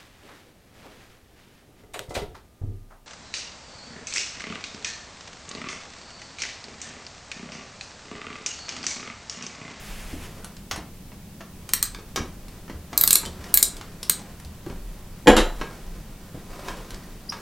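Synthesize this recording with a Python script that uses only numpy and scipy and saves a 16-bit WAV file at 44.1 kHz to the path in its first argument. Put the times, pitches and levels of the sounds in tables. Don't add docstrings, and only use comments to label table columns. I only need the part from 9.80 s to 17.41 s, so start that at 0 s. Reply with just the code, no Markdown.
import sys
import numpy as np
from scipy import signal
from scipy.fft import rfft, irfft, next_fast_len
from scipy.io import wavfile
from scipy.ndimage import map_coordinates

SR = 44100
rng = np.random.default_rng(int(sys.argv[2]) if len(sys.argv) > 2 else 0)


def digitize_waveform(pressure):
    field = np.atleast_2d(pressure).T
    bounded = np.clip(field, -1, 1)
    quanta = np.round(bounded * 32767).astype(np.int16)
    wavfile.write(sys.argv[1], SR, quanta)


N = 335590
TIME = np.arange(N) / SR
AGE = np.arange(SR // 2) / SR


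def amp(db):
    return 10 ** (np.asarray(db) / 20)


def unit(x):
    return x / np.sqrt(np.mean(x ** 2) + 1e-20)


def along(points, hz):
    knots_hz, values = np.transpose(points)
    return np.interp(np.log(hz + 1), np.log(knots_hz + 1), values)


def fade(t60, t=AGE):
    return np.exp(-np.log(1000) * t / max(t60, 1e-4))


def add(track, start, sound):
    part = track[round(start * SR):][:len(sound)]
    part += sound[:len(part)]


def noise(spectrum, size):
    padded = next_fast_len(size)
    gain = amp(along(spectrum, np.fft.rfftfreq(padded, 1 / SR)))
    return unit(irfft(rfft(rng.standard_normal(padded)) * gain, padded)[:size])


def wobble(rate):
    return map_coordinates(rng.standard_normal(int(N * rate / SR) + 4), [TIME * rate])


def burst(spectrum, t60, tilt=((100, 0), (10000, 0))):
    hz = np.fft.rfftfreq(len(AGE), 1 / SR)
    envelope = fade(t60)
    tilted = irfft(rfft(noise(spectrum, len(AGE))) * amp(along(tilt, hz)), len(AGE))
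    return unit(tilted * envelope) * np.std(tilted) * np.sqrt(np.mean(envelope ** 2))


def ring(modes, scatter_db, t=AGE):
    return sum(amp(db + scatter_db * rng.standard_normal()) * np.sin(2 * np.pi * hz * t)
               * fade(t60, t) * rng.choice([-1, 1]) for hz, db, t60 in modes)


def stroke(start, length, attack_s, fall_db_per_s):
    rise = np.clip(1 + (TIME - start) / max(attack_s, 1e-4), 0, 1)
    return rise * amp(-fall_db_per_s * np.maximum(TIME - start - length, 0))


def strokes(rows, attack_s, fall_db_per_s):
    return np.sqrt(sum((amp(db) * stroke(start, length, attack_s, fall_db_per_s)) ** 2
                       for start, length, db in rows))


# (frequency [Hz], T60 [s])
ROOM_DECAY = [(100, 0.28), (500, 0.38), (1300, 0.36), (3500, 0.29), (9000, 0.21), (15000, 0.12)]
def in_room(direct, wet_db, gap_s=0.0025):
    hz, t, bands = signal.stft(rng.standard_normal(len(AGE)), SR, nperseg=256)
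    decay = np.exp(-np.log(1000) * t / along(ROOM_DECAY, hz)[:, None])
    tail = signal.istft(bands * decay, SR, nperseg=256)[1][:len(AGE)]
    tail *= np.clip(AGE / gap_s - .5, 0, 1)
    return direct + amp(wet_db) * signal.fftconvolve(direct, tail / np.linalg.norm(tail))[:len(direct)]


# (frequency [Hz], spectral level [dB])
AMBIENT_SPECTRUM = [(20, -4), (50, -7), (90, -2), (135, -5), (180, 0), (220, -6), (270, -11.5), (400, -17),
                    (700, -22), (1300, -29), (2500, -30), (6000, -36.5), (15000, -45)]
# (time [s], duration [s], level [dB])
RUMBLE_SWELLS = [(0, .45, -42.5), (2.0, .75, -44), (3.65, 0.33, -43.5), (4.95, 0.1, -35), (5.53, .05, -24),
                 (6.05, .08, -38.5), (6.7, 0.58, -42.5)]
def background():
    rumble = noise([(10, -25), (22, 5.5), (28, 4), (38, 5.5), (47, -3.5), (65, -23), (200, -50.5)], N)
    drift = amp(-49.5 + 1.5 * wobble(rate=3))
    swells = strokes(RUMBLE_SWELLS, attack_s=0.051, fall_db_per_s=48)
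    return amp(-44) * noise(AMBIENT_SPECTRUM, N) + np.hypot(drift, swells) * rumble


# (frequency [Hz], spectral level [dB])
SLEEVE_SPECTRUM = [(150, -7), (400, 0.5), (1200, -2), (2600, 0), (4000, -6.5), (7000, -8), (11000, -11.5),
                   (16000, -18.5)]
def sleeve():
    reach = stroke(start=0.049, length=0.4, attack_s=0.13, fall_db_per_s=130)
    level_db = -41 - 9.5 * TIME + 1.1 * wobble(rate=24.4)
    return reach * amp(level_db) * noise(SLEEVE_SPECTRUM, N)


# (time [s], boom level [dB], thud level [dB])
FRAME_BUMPS = [(0.329, -34.5, -30), (0.931, -36, -35), (0.975, -38, -31.5), (2.385, -33.5, -27.5),
               (2.405, -44, -25), (2.942, -32.5, -44), (3.13, -42, -38.5), (3.461, -37, -31),
               (3.59, -34.5, -40.5), (4.646, -33, -44), (4.864, -38.5, -30), (4.90, -40, -30.5),
               (6.544, -44, -28)]
# (frequency [Hz], level [dB], T60 [s])
FRAME_MODES = [(54.2, -1.5, .3), (76.7, 0, 0.56), (101.4, -9.5, 0.29)]
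# (frequency [Hz], spectral level [dB])
THUD_SPECTRUM = [(60, -17), (150, 7.5), (330, 5), (480, -6), (700, -6), (1500, -41), (5000, -59)]
def frame_bumps():
    out = np.zeros(N)
    onset = 1 - np.exp(-AGE / 0.0015)
    for start, boom_db, thud_db in FRAME_BUMPS:
        boom = amp(boom_db - 1.5) * ring(FRAME_MODES, scatter_db=0.94)
        thud = amp(thud_db) * in_room(burst(THUD_SPECTRUM, t60=0.074), wet_db=-6)
        add(out, start, (boom + thud) * onset)
    return out


# (time [s], duration [s], level [dB])
FINGER_RUBS = [(.47, 0.033, -50), (3.17, 0.7, -49), (4.35, 0.22, -56), (5.8, 0.18, -52.5),
               (6.72, 0.12, -51), (6.9, 0.093, -45.5), (7.15, 0.12, -58.5), (7.54, .07, -52.5)]
# (frequency [Hz], spectral level [dB])
FINGER_SPECTRUM = [(120, -8.5), (350, 4), (700, -0.5), (1100, -0.5), (1700, -5.5), (2800, -10),
                   (6000, -12.5), (14000, -22)]
def fingers():
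    resting_hand = (1.8, 6, -59)
    rubbing = strokes(FINGER_RUBS + [resting_hand], attack_s=0.12, fall_db_per_s=46)
    unevenness = amp(2.1 * wobble(rate=16) + 2.4 * wobble(rate=170))
    return in_room(rubbing * unevenness * noise(FINGER_SPECTRUM, N), wet_db=-2)


# (time [s], level [dB], low tilt [dB], treble tilt [dB])
LIGHT_CONTACTS = [(0.6449, -26.5, -12.5, -8.5), (0.7673, -31.5, -21, -23), (0.9608, -25.5, -8, -12),
                  (1.891, -23, -14, -10.5), (2.147, -25, -10.5, -23), (2.6824, -35, -16, -14),
                  (3.4527, -22, -24, -19), (3.46, -22.5, -30, -10), (3.6414, -29.5, -11, -26),
                  (3.9676, -27, -32, -13.5), (4.012, -25.5, -12, -26), (4.2297, -18.5, -20.5, -9.5),
                  (4.5996, -36, -10.5, -13), (4.6483, -32.5, -28, -15), (7.1065, -28.5, -15, -12),
                  (7.145, -29, -13.5, -22)]
# (frequency [Hz], spectral level [dB])
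TICK_SPECTRUM = [(200, -17), (1000, 4), (2300, -0.5), (3100, -5.5), (4200, -1.5), (6500, -5.5), (9000, -3),
                 (11000, -1), (16000, -28)]
def ticks():
    out = np.zeros(N)
    for start, db, low_db, treble_db in LIGHT_CONTACTS:
        tilt = [(1500, low_db + 11), (3500, 0), (6500, 0), (10000, treble_db + 8)]
        crack = burst(TICK_SPECTRUM, t60=0.023, tilt=tilt)
        washer = ring([(3090, -21, 0.096), (4850, -29, 0.024)], scatter_db=4.6)
        add(out, start, amp(db - 3) * in_room(crack + washer, wet_db=-4.5))
    return out


# (time [s], level [dB], low tilt [dB], treble tilt [dB])
ARM_KNOCKS = [(0.912, -21, -22, -3), (0.963, -31, -9, -13), (1.318, -40, -7.5, -19),
              (1.607, -34.5, -0.5, -13.5), (2.188, -38.5, 3.5, -16), (2.36, -19, -12.5, -3.5),
              (2.375, -22.5, -1.5, -34), (2.88, -37, -15, -17.5), (2.898, -31, 2, -17),
              (3.13, -26, -13, -11), (3.433, -31, -1, -21), (4.393, -37, -3, -8), (4.864, -38.5, 10, -14),
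              (4.899, -35.5, -15, -15), (5.813, -19.5, -7, -19), (6.732, -37, -5, -22),
              (6.884, -24, -27, -9.5), (7.523, -25, -25, -15)]
# (frequency [Hz], spectral level [dB])
RATTLE_SPECTRUM = [(40, -15), (90, -18), (330, 7), (600, -2), (1100, 1.5), (1700, -6), (2400, -7),
                   (3300, -7.5), (4300, -9), (6200, -7), (8500, -22), (15000, -27)]
# (frequency [Hz], level [dB], T60 [s])
ARM_MODES = [(807, -8, 0.085), (1134, -1, 0.089), (1320, -10, 0.086), (1629, -3, .1), (2215, -3.5, 0.076),
             (3177, -9, 0.067), (4250, -8, .06), (5500, -11, 0.054)]
def brake_knocks():
    out = np.zeros(N)
    for start, db, low_db, treble_db in ARM_KNOCKS:
        tilt = [(350, low_db + 5), (700, 0), (2500, 0), (4500, treble_db + 8)]
        rattle = burst(RATTLE_SPECTRUM, t60=0.051, tilt=tilt)
        arm = amp(-13.5) * ring(ARM_MODES, scatter_db=2.2)
        add(out, start, amp(db - 1.5) * in_room(rattle + arm, wet_db=-4))
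    return out


# (time [s], onset level [dB],
# main mode [Hz], top mode [Hz], shank weight [dB], upper mode weight [dB], top mode weight [dB])
JAW_STRIKES = [(1.9351, -11.5, 8260, 14240, -8, -6, -8.5), (2.0271, -13, 8360, 13800, -10, -11.5, -8.5),
               (3.1767, -9.5, 7860, 13430, -8.5, -7.5, 0.5), (3.2115, -10, 9000, 13300, -6.5, 4, 4),
               (3.2373, -8.5, 9450, 13900, -4.5, -2, 7.5), (3.276, -10.5, 8300, 14600, -9.5, -1.5, -11.5),
               (3.3072, -9.5, 8460, 14600, -11.5, -7, -11), (3.3296, -6.5, 8200, 14200, -18.5, -6.5, -16),
               (3.355, -8, 9550, 14100, -11, -2, -10), (3.741, -4.5, 8690, 14280, -15, 3.5, -5),
               (3.7734, -7.5, 9500, 14900, -10.5, -2, -2.5), (3.8276, -6.5, 8550, 13830, -22, -16.5, -13),
               (4.2966, -9, 8450, 13860, -13, -17, -10.5)]
# (frequency [Hz], spectral level [dB])
CRACK_SPECTRUM = [(200, -7.5), (600, -25), (1200, -5), (1700, -9), (2300, -6), (3000, -11.5), (4200, 1.5),
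                  (5500, -6), (7500, -4.5), (9300, -1), (10400, -4), (14600, 3.5), (16000, -5.5)]
def wrench_clinks():
    out = np.zeros(N)
    shank_modes = [(1644, -32.5, 0.24), (3920, -28, 0.26), (7160, -41, .2), (8000, -27.5, 0.34)]
    onset = np.minimum(1, (AGE + .0001) / 0.0012) ** 0.4
    for start, db, main_hz, top_hz, shank_db, upper_db, top_db in JAW_STRIKES:
        grip = 1 + .01 * rng.standard_normal(3)
        modes = [(4080 * grip[0], shank_db - 8.5, .02), (7050 * grip[1], -15.5, .016),
                 (main_hz, -5, .012), (11800 * grip[2], upper_db, .012), (top_hz, top_db + 3, .012)]
        tilt = [(4500, shank_db + 8.5), (7000, 4), (9800, -3),
                (11500, upper_db + 9.5), (13500, top_db - 1)]
        crack = burst(CRACK_SPECTRUM, t60=0.016, tilt=tilt)
        blow = (ring(modes, scatter_db=0.57) + amp(-3) * crack) * onset
        blow /= np.std(blow[AGE < .004])
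        shank = ring(shank_modes, scatter_db=1.8)
        add(out, start, amp(db) * (in_room(blow, wet_db=-6) + shank))
    return out


# (time [s], wood level [dB], clatter level [dB], steel level [dB], clatter corner [Hz])
LANDINGS = [(5.46, -21.5, -45, -56, 800), (5.4715, -6, -6.5, -26.5, 2090), (5.479, -2.5, -5, -32, 990),
            (5.566, -21.5, -12.5, -27, 7200), (5.577, -13, -18.5, -31, 3040)]
# (frequency [Hz], level [dB], T60 [s])
BENCH_MODES = [(154, -22, 0.15), (213, -5, 0.23), (283, -4, 0.15), (316.5, -5, .18), (347, -7, 0.37),
               (462, -13, 0.24), (502.3, -0.5, 0.22), (687, -12, 0.13), (860, -4.5, 0.12), (970, -18, .17),
               (1076, -23, .14), (1270, -33.5, 0.092), (1510, -19, 0.096), (1790, -16, .17),
               (1935, -18, 0.27)]
# (frequency [Hz], spectral level [dB])
CLATTER_SPECTRUM = [(100, -11.5), (250, 7), (800, 2.5), (1500, 1), (2200, -5.5), (3200, -1), (5000, -7),
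                    (8500, -10.5), (11500, -9), (14000, -32)]
# (frequency [Hz], level [dB], T60 [s])
WRENCH_MODES = [(2832, 0, 0.17), (3682, -8, .19), (3957, -6, 0.32), (5997, -16, .25), (7225, 1, 0.26),
                (7290, -4, 0.27), (9775, -14, 0.22), (11500, -15, 0.24)]
# (frequency [Hz], level [dB], T60 [s])
SWAY_MODES = [(47.1, -19, 0.5), (55.3, -17, 0.37)]
def wrench_drop():
    out = np.zeros(N)
    wood_onset = 1 - np.exp(-AGE / 0.00066)
    for start, wood_db, clatter_db, steel_db, corner_hz in LANDINGS:
        wood = amp(wood_db - 4.5) * ring(BENCH_MODES, scatter_db=0.61) * wood_onset
        tilt = [(corner_hz, 0), (corner_hz * 4, -14)]
        clatter = amp(clatter_db - 1) * burst(CLATTER_SPECTRUM, t60=0.064, tilt=tilt)
        steel = amp(steel_db) * ring(WRENCH_MODES, scatter_db=0.51)
        add(out, start, in_room(wood + steel, wet_db=-12) + in_room(clatter, wet_db=1))
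    sway = ring(SWAY_MODES, scatter_db=0.86, t=TIME) * (1 - np.exp(-TIME / 0.01))
    add(out, 5.485, sway)
    return out


def pad_squeak():
    low_hz, high_hz, jump_s, glide_s = 4920, 5590, 7.4985, .0008
    slip = (1 + np.tanh((TIME - jump_s) / glide_s)) / 2
    phase = 2 * np.pi * np.cumsum(low_hz + (high_hz - low_hz) * slip) / SR
    whistle = np.sin(phase) + amp(-14) * slip * np.sin(2 * phase)
    envelope = stroke(start=7.496, length=0.0054, attack_s=0.0057, fall_db_per_s=5003)
    return in_room(amp(-23.5) * envelope * whistle, wet_db=-9.5)


def scene():
    impacts = wrench_clinks() + ticks() + brake_knocks() + frame_bumps() + wrench_drop()
    friction = pad_squeak() + sleeve() + fingers()
    mono = impacts + friction + background()
    return np.array([mono, mono])


# (frequency [Hz], spectral level [dB])
HISS_SPECTRUM = [(30, 0), (250, 3.5), (500, 6), (1000, 3), (2500, 3), (7000, 4.5), (15500, 4)]
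def record(dry):
    cutoff_hz = 16000
    noisy = dry + amp(-52.5) * np.array([noise(HISS_SPECTRUM, N), noise(HISS_SPECTRUM, N)])
    clipped = noisy / (1 + np.abs(noisy) ** 12) ** (1 / 12)
    padded = next_fast_len(N + SR // 2)
    passband = np.fft.rfftfreq(padded, 1 / SR) < cutoff_hz
    return irfft(rfft(clipped, padded) * passband, padded)[:, :N]


dry = scene()
out = record(dry)
digitize_waveform(out)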